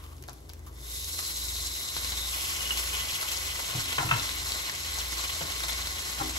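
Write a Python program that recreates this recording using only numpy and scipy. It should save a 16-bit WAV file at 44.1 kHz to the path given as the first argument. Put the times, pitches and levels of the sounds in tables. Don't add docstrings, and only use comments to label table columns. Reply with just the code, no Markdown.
import sys
import numpy as np
from scipy import signal
from scipy.fft import rfft, irfft, next_fast_len
from scipy.io import wavfile
from scipy.ndimage import uniform_filter1d, map_coordinates

SR = 44100
rng = np.random.default_rng(int(sys.argv[2]) if len(sys.argv) > 2 else 0)


def digitize_waveform(pressure):
    field = np.atleast_2d(pressure).T
    bounded = np.clip(field, -1, 1)
    quanta = np.round(bounded * 32767).astype(np.int16)
    wavfile.write(sys.argv[1], SR, quanta)


N = 281358

# time in seconds, then the levels in dB of fizz, steam, foam and deep bubbling.
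BOIL_LEVELS = [(0, -65, -70, -65, -65), (.2, -64.5, -73, -69, -74), (.7, -65, -77, -74, -68.5),
               (.85, -48, -55, -60, -59), (.98, -40, -46.5, -52, -58), (1.25, -38, -44.5, -51, -53),
               (1.6, -37.5, -42.5, -49, -52.5), (1.85, -38, -41.5, -47.5, -50),
               (2.1, -37.5, -41.5, -45.5, -46.5), (2.29, -38, -40, -45.5, -48.5),
               (2.33, -36, -48, -41, -47), (2.75, -36.5, -47.5, -39.5, -45.5),
               (3.1, -36.5, -44, -41.5, -46), (3.45, -37, -46, -41, -44.5),
               (4.05, -37.5, -42.5, -43, -44.5), (4.5, -38, -43, -44.5, -45),
               (4.92, -37.5, -42.5, -43, -45), (5.5, -38, -44, -44, -45), (6.38, -38.5, -45, -45.5, -45)]
def sizzle():
    fizz_db, steam_db, foam_db, deep_db = curves(BOIL_LEVELS)
    high_db, low_db = flares()
    small, steam, froth, large = fizz(), steam_pocket(), foam(), deep_bubbles()
    surge = amp(0.58 * wobble(14) + 0.75 * wobble(45))
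    boil = amp(fizz_db + high_db) * small
    boil += amp(steam_db + 1.2 * high_db + 0.5 * wobble(12)) * steam
    boil += amp(foam_db + low_db + 0.6 * wobble(12)) * froth
    boil += amp(deep_db + low_db) * large
    return filtered(surge * boil, skillet_gain)


# frequency in Hz, level in dB.
FIZZ_TONE = [(2500, -30), (3500, -7), (4500, -1.5), (5200, 0), (6000, -2.5), (7500, -2.5), (9000, -7),
             (11000, -25)]
FINE_TONE = [(6500, -25), (8000, -6), (9500, 0), (11000, -2), (14000, -4.5), (16000, -7)]
DROPLET_TONE = [(900, -25), (1800, -7), (2800, -11), (4000, -3), (8000, -10), (12000, 6.5), (16000, -23)]
# time in seconds, level of the finest fizz in dB compared with the main fizz.
FINE_LEVELS = [(0, 3.5), (.8, 1), (1.5, -2), (2.8, -1.5), (3.6, -4), (6.38, -5)]
def fizz():
    small = bursts(FIZZ_TONE, per_second=7000, spread_db=4.5, hiss=0.54, clump_db=1)
    finest = bursts(FINE_TONE, per_second=9000, spread_db=4.5, hiss=0.84, clump_db=1)
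    droplets = bursts(DROPLET_TONE, per_second=1400, spread_db=3, hiss=0.08, clump_db=1.5)
    return small + amp(curves(FINE_LEVELS)[0]) * finest + amp(-10) * droplets


# time in seconds, pitch of the steam in Hz, random scatter of that pitch in Hz.
STEAM_PITCHES = [(0, 3700, 80.4), (.85, 3700, 81), (1.1, 3900, 80), (1.22, 4090, 80), (1.4, 3950, 79.4),
                 (1.5, 3900, 80), (1.68, 3960, 79.6), (1.8, 3880, 80), (2.1, 3935, 81), (2.25, 3750, 79),
                 (2.4, 4000, 247), (3.5, 4100, 303), (4.2, 3900, 249), (5, 4050, 300.3), (6.38, 4000, 298)]
def steam_pocket():
    width_hz = 217
    tone = [(20, 0), (width_hz / 2, 0), (width_hz, -6), (4 * width_hz, -26), (20000, -70)]
    bubbles = bursts(tone, per_second=2000, spread_db=3.5, hiss=0.55, clump_db=0.8)
    other_bubbles = bubbles[[1, 2, 0], ::-1]
    pitch, scatter = curves(STEAM_PITCHES)
    phase = 2 * np.pi * np.cumsum(pitch + scatter * wobble(600)) / SR
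    return unit(bubbles * np.cos(phase) + other_bubbles * np.sin(phase))


# frequency in Hz, level of the foam in dB.
FOAM_TONE = [(1900, -22.5), (2300, -8), (2700, -2.5), (2950, -4), (3200, 0), (3500, -6), (4000, -41)]
def foam():
    return bursts(FOAM_TONE, per_second=900, spread_db=1.5, hiss=0.9, clump_db=2)


# frequency in Hz, level of the big bubbles in dB.
DEEP_TONE = [(300, -10), (600, -5), (850, -4.5), (1070, -4), (1250, -5), (1700, -5), (2050, -2), (2400, -8),
             (3000, -54)]
def deep_bubbles():
    return bursts(DEEP_TONE, per_second=1200, spread_db=3, hiss=0.65, clump_db=1.47)


# time in seconds, boost in dB of the high layers, then of the low ones, fall time in seconds.
WATER_FLARES = [(1.185, 2, 7, 0.034), (1.973, 2, 4, 0.014), (2.71, 2, 3, 0.006), (2.773, 5.5, 4.5, 0.03),
                (2.93, 0, 3, 0.2), (3.213, 2, 1, 0.015), (3.318, 5, 5, 0.0082), (3.928, 6.5, 10, 0.0063),
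                (4.767, -2, -3.5, 0.034), (5.15, 1.5, 4, 0.031), (5.298, 3.5, 5, 0.021),
                (5.422, 2, 4, 0.02), (5.5, 2.5, 5.5, 0.027), (5.637, 2, 2, 0.026), (5.684, 4, 5, 0.055),
                (6.365, 2, 7.5, 0.013)]
def flares(rise_s=0.002):
    t = np.arange(N) / SR
    boosts = np.zeros((2, N))
    for start, high_db, low_db, fall_s in WATER_FLARES:
        shape = np.exp(np.where(t < start, (t - start) / rise_s, (start - t) / fall_s))
        boosts += np.outer([high_db, low_db], shape)
    return boosts


# frequency in Hz, width in Hz, boost in dB.
SKILLET_NOTES = [(1085, 110, 8.5), (1458, 40, 6.5), (2011, 54, 9.5), (2195, 93, 9), (2494, 20, 8),
                 (2914, 22, 9), (3566, 38, 8.5), (4060, 43, 3), (4100, 31, 2.5), (4200, 36, 1),
                 (4330, 31, 7.5), (4780, 400, -4), (4850, 45, 5), (5120, 29, 5), (5400, 97, 3),
                 (5600, 50, 5.5), (5580, 240, -2.5), (6345, 27, 8), (7650, 430, 5)]
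def skillet_gain(hz):
    return amp(sum(db / (1 + (2 * (hz - centre) / width) ** 2) for centre, width, db in SKILLET_NOTES))


# start in seconds, level in dB, bubble pitch in Hz, relative level of the low puff in dB.
FAT_SPITS = [(0.7588, -44, 3710, -14), (1.044, -20, 6000, -20), (1.1913, -16, 5200, -6),
             (1.4842, -26, 5520, -5), (1.8305, -29, 3870, -17), (1.9032, -29, 3870, -37),
             (1.9664, -12, 4200, -15), (2.0469, -12.5, 5010, -16), (2.1225, -13, 4080, -24),
             (2.3068, -32, 5530, -26), (2.874, -19, 4080, 1), (3.0084, -19, 3150, -24),
             (3.1304, -22, 3390, -24), (3.2286, -20, 4430, 3), (3.3173, -18, 6000, -20),
             (3.9236, -17, 4034, -11), (4.197, -14, 3830, -19), (4.2928, -14.5, 3790, -23),
             (4.5205, -9.5, 4300, -18), (4.697, -15, 5100, -3), (4.869, -37, 4140, -5),
             (4.4148, -33, 6000, -20), (4.9875, -14, 6100, -11), (5.24, -19, 3900, -18),
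             (5.2948, -24, 5000, -16), (5.4086, -26, 6000, -13), (5.415, -17, 4060, -20),
             (5.457, -22, 3800, -20), (5.5215, -18, 4050, -14), (5.6054, -23, 5280, -5),
             (5.723, -16, 4210, -16), (5.6365, -17, 3800, -6), (5.7775, -21, 5000, -18),
             (5.7323, -25, 6000, -20), (6.0521, -29, 6000, -18), (5.8193, -34, 3860, -22),
             (5.8719, -13, 4100, -22), (6.2962, -19, 6000, -2)]
def spits():
    return clicks(FAT_SPITS, ring_db=1, cycles=11.7, crack_db=-8, crack_fade_s=0.0029)


# start in seconds, level in dB, pitch in Hz, relative level of the low puff in dB.
STEAM_SQUEAKS = [(2.605, -24, 2920, -22), (2.655, -29, 2920, -20), (2.707, -15.5, 2900, -5.5),
                 (2.72, -28.5, 2990, -25)]
def squeaks():
    return clicks(STEAM_SQUEAKS, ring_db=0, cycles=120, crack_db=-10, crack_fade_s=0.003)


# time in seconds, level of the scraping in dB.
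SCRAPE_LEVELS = [(0, -55), (.04, -51), (.13, -55), (.2, -67), (.65, -88), (.67, -46), (.74, -67),
                 (.85, -84)]
# frequency in Hz, level of the tub wall's ring in dB.
TUB_TONE = [(600, -25), (950, -1), (1150, 3), (1400, -8), (2000, -15.5)]
def scrape():
    jerks = bursts(TUB_TONE, per_second=1500, spread_db=3, hiss=0.5, clump_db=3)
    return amp(curves(SCRAPE_LEVELS)[0]) * jerks


# start in seconds, level in dB, pitch in Hz, relative level of the low puff in dB.
TUB_TICKS = [(.04, -32, 3880, -26), (.064, -32, 3030, -19), (.132, -37, 4500, -13), (.167, -30, 7200, -19),
             (.182, -32, 5000, -18), (.2254, -23, 11500, -24), (.2384, -26.5, 5000, -7),
             (.281, -26, 9000, -23), (.286, -21, 4270, -17), (.295, -20, 8050, -9.5),
             (.306, -36, 9000, -22), (.332, -27, 10900, -21), (.339, -32, 11000, -25),
             (.383, -35, 4550, -20), (.406, -36, 12000, -25), (.489, -34, 7000, -20),
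             (.494, -23.5, 4900, -14), (.499, -24.5, 5500, -7.5), (.5347, -21, 12600, -22),
             (.5355, -35, 4400, -22), (.5935, -33, 7490, -14), (.6655, -27, 12600, -28),
             (.6685, -35, 4900, -13)]
def ticks():
    return clicks(TUB_TICKS, ring_db=-2.5, cycles=8.2, crack_db=-13.5, crack_fade_s=0.0069)


# start in seconds, level in dB, brightness in dB per octave, multiplier for the fade time.
COUNTER_KNOCKS = [(0.285, -30.5, -13.5, 0.37), (3.59, -29, -6, 0.8), (3.75, -26.5, -17, 0.58),
                  (3.923, -30, -12, 0.47), (3.9812, -14, -3, 0.8), (4.003, -22, -4, 0.69),
                  (4.028, -24.5, -5.5, 0.74), (4.089, -26.5, 5.5, 0.85), (4.1112, -16, 8, 0.54),
                  (4.136, -25, 9, 0.52), (4.161, -26, 6, 0.46), (4.181, -40, 6, 0.5),
                  (5.409, -24, -20.5, 0.44), (5.637, -24, -9, 0.29)]
# pitch in Hz, level in dB, seconds to fade by 60 dB.
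OBJECT_NOTES = [(540, -23.5, 0.081), (727, -11, 0.11), (834, -5.5, 0.059), (972, -2.5, 0.064),
                (1030, -12, 0.1), (1354, -2, 0.11), (1490, -11, 0.039), (1766, -12.5, 0.11),
                (2120, -11, 0.11), (2610, -5, 0.049), (3120, -10.5, 0.051), (3380, -20, 0.04)]
def counter_knocks():
    return knocks(COUNTER_KNOCKS, OBJECT_NOTES, attack_s=0.0012)


# start in seconds, level in dB, brightness in dB per octave, multiplier for the fade time.
SPATULA_KNOCKS = [(6.198, -26, -1, 1), (6.206, -28, 3, 0.69), (6.211, -21.5, -7, 0.67),
                  (6.228, -36, -6, 0.88), (6.252, -40, -4, 1)]
# pitch in Hz, level in dB, seconds to fade by 60 dB.
SPATULA_NOTES = [(584, -13, 0.054), (800, 4.5, 0.039), (1057, -1, 0.077), (1210, -6, .05),
                 (1350, -3, 0.047)]
def spatula():
    return knocks(SPATULA_KNOCKS, SPATULA_NOTES, attack_s=0.003)


# start in seconds, level in dB, brightness in dB per octave.
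COUNTER_THUDS = [(3.749, -22.5, -3), (3.988, -26.5, -1), (4.047, -21, -3), (4.119, -21.5, -3.5),
                 (5.414, -32.5, -0.5), (6.204, -31.5, 9), (6.222, -44, 17.5)]
# pitch in Hz, level in dB, seconds to fade by 60 dB.
COUNTER_NOTES = [(105.1, -15, 0.66), (128.8, -3, 0.22), (148.7, -12.5, 0.31), (263, -24, 1),
                 (319, -16.5, 0.39), (402, -26.5, 0.38)]
def thuds():
    out, t = np.zeros(N), np.arange(SR // 2) / SR
    hz, note_db, fade_s = np.transpose(COUNTER_NOTES)[:, :, None]
    for start, db, brightness in COUNTER_THUDS:
        drift = 0.03 * np.cumsum(rng.standard_normal((len(hz), len(t))), axis=1)
        fade = amp(note_db + brightness * np.log2(hz / 130) - 60 * t / fade_s)
        swing = fade * np.sin(2 * np.pi * hz * t + drift)
        add(out, start, amp(db) * swing.sum(0) * (1 - np.exp(-t / 0.004)))
    return out


# base pitch in Hz, level in dB, offset in Hz, time in seconds when in step with the base.
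HUM_TONES = [(57.267, -49.3, 0, 0), (57.267, -50.1, 1.419, .078), (57.267, -52.5, 1.688, .408),
             (57.267, -60.6, .855, .659), (80.688, -51.2, 0, 0), (80.688, -55.9, -2.087, .129),
             (80.688, -65.9, -1.861, .081)]
def hum():
    t = np.arange(N) / SR
    return sum(np.sqrt(2) * amp(db) * np.sin(2 * np.pi * (hz * t + offset_hz * (t - in_step_s)))
               for hz, db, offset_hz, in_step_s in HUM_TONES)


# frequency in Hz, relative level of the background in dB.
AIR_TONE = [(60, -24), (100, -3.5), (135, 2), (180, -12.5), (230, -9), (330, -4), (450, -9.5), (700, -16),
            (1100, -18), (1800, -29), (3000, -45), (6000, -70)]
def air():
    noise = rng.standard_normal((3, N))
    return amp(-53.5) * unit(filtered(noise, lambda hz: amp(along(AIR_TONE, hz))))


def echoes(x, near_fade_s=0.05, room_fade_s=0.42, room_db=-8, size=1024):
    t = np.arange(8 * size) / SR
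    pieces = np.lib.stride_tricks.sliding_window_view(np.pad(x, (size, 2 * size)), 2 * size)[::size]
    pieces = pieces * np.sin(np.pi * np.arange(2 * size) / (2 * size))
    decay = amp(-60 * t / near_fade_s) + amp(room_db - 60 * t / room_fade_s)
    tails = rng.standard_normal((2, len(pieces), len(t))) * decay / np.linalg.norm(decay)
    echoed = irfft(rfft(pieces, 10 * size) * rfft(tails, 10 * size), 10 * size)
    positions = (np.arange(len(pieces))[:, None] * size + np.arange(10 * size)).ravel()
    return np.array([np.bincount(positions, side.ravel())[size:size + N] for side in echoed])


# frequency in Hz, how far the left microphone is ahead in radians.
LEFT_LEAD = [(0, 0), (300, .2), (800, 2), (1550, 1.6), (2930, 4.3), (4300, 5.4), (5700, 6.7), (6400, 6.4),
             (7100, 4.4), (7800, 4.3), (8400, 3.3), (9200, 3.0), (11200, .15), (12000, -.15), (13800, -3.0),
             (14900, -3.3), (16500, -5.4)]
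# frequency in Hz, share of the energy that arrives directly.
DIRECT_SHARE = [(90, .995), (130, .92), (300, .55), (900, .42), (3000, .47), (6500, .45), (8300, .87),
                (16000, .85)]
# frequency in Hz, how much louder the left is in dB.
LEFT_BOOST = [(60, 1), (200, 3), (400, 2.5), (800, 5.5), (1500, 1.8), (4400, 2.1), (5700, -.8), (9000, 0)]
def microphones(rows):
    side = np.array([[.5], [-.5]])
    def direct_path(hz):
        lead = np.interp(hz, *np.transpose(LEFT_LEAD))
        return np.sqrt(along(DIRECT_SHARE, hz)) * np.exp(1j * side * lead)
    direct = filtered(rows[0], direct_path)
    scattered = filtered(rows[1:], lambda hz: np.sqrt(1 - along(DIRECT_SHARE, hz)))
    return filtered(direct + scattered, lambda hz: amp(side * along(LEFT_BOOST, hz)))


def bursts(tone, per_second, spread_db, hiss, clump_db):
    when, chance, sign = rng.random((3, 3, int(per_second * N / SR)))
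    sizes = amp(-spread_db * np.log(chance + 0.0017)) * np.sign(sign - .5)
    pops = unit(np.array([np.bincount((at * N).astype(int), size, N) for at, size in zip(when, sizes)]))
    mix = np.sqrt(1 - hiss) * pops + np.sqrt(hiss) * rng.standard_normal((3, N))
    clumps = amp(clump_db * wobble(70))
    return unit(filtered(mix * clumps, lambda hz: amp(along(tone, hz))))


def clicks(table, ring_db, cycles, crack_db, crack_fade_s):
    out, t = np.zeros(N), np.arange(SR // 40) / SR
    band = signal.butter(2, [600, 2300], "band", fs=SR, output="sos")
    for start, db, hz, puff_db in table:
        crack_noise, puff_noise = rng.standard_normal((2, len(t)))
        tone = amp(ring_db - 60 * t * hz / cycles) * np.sin(2 * np.pi * hz * t)
        treble = crack_noise - uniform_filter1d(crack_noise, size=9)
        crack = amp(crack_db - 60 * t / crack_fade_s) * treble
        puff = amp(puff_db - 60 * t / 0.0059) * unit(signal.sosfilt(band, puff_noise))
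        add(out, start, amp(db) * (tone + crack + puff))
    return out


def knocks(table, notes, attack_s, clack_db=-4.5, clack_fade_s=0.06):
    out, t = np.zeros(N), np.arange(SR // 3) / SR
    hz, note_db, fade_s = np.transpose(notes)[:, :, None]
    band = signal.butter(3, [500, 2300], "band", fs=SR, output="sos")
    for start, db, brightness, stretch in table:
        level = note_db + brightness * np.log2(hz / 1000) + 2 * rng.standard_normal(hz.shape)
        blur = 0.075 * np.cumsum(rng.standard_normal((len(hz), len(t))), axis=1)
        ring = amp(level - 60 * t / (fade_s * stretch)) * np.sin(2 * np.pi * hz * t + blur)
        noise = unit(signal.sosfilt(band, rng.standard_normal(len(t))))
        clack = amp(clack_db + min(brightness, 0) - 60 * t / clack_fade_s) * noise
        add(out, start, amp(db) * (ring.sum(0) + clack) * (1 - np.exp(-t / attack_s)))
    return out


def amp(db):
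    return 10 ** (np.asarray(db) / 20)


def unit(x):
    return x / np.sqrt(np.mean(x ** 2) + 1e-20)


def along(points, hz):
    frequencies, values = np.transpose(points)
    return np.interp(np.log(hz + 1), np.log(frequencies + 1), values)


def curves(rows):
    times, *columns = np.transpose(rows)
    return [np.interp(np.arange(N) / SR, times, column) for column in columns]


def wobble(rate):
    return map_coordinates(rng.standard_normal(int(N * rate / SR) + 4), [np.arange(N) * rate / SR])


def filtered(x, response):
    size = next_fast_len(N + SR // 2)
    return irfft(rfft(x, size) * response(np.fft.rfftfreq(size, 1 / SR)), size)[..., :N]


def add(track, start, sound):
    part = track[round(start * SR):][:len(sound)]
    part += sound[:len(part)]


def scene():
    noises = sizzle() + scrape() + air()
    sharp = spits() + ticks()
    soft = squeaks() + hum()
    sharp += counter_knocks() + spatula()
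    soft += thuds()
    room = echoes(soft + amp(-2) * sharp)
    return microphones(noises + np.vstack([sharp + soft, room]))


def record(dry):
    return filtered(dry, lambda hz: hz < 15750)


dry = scene()
out = record(dry)
digitize_waveform(out)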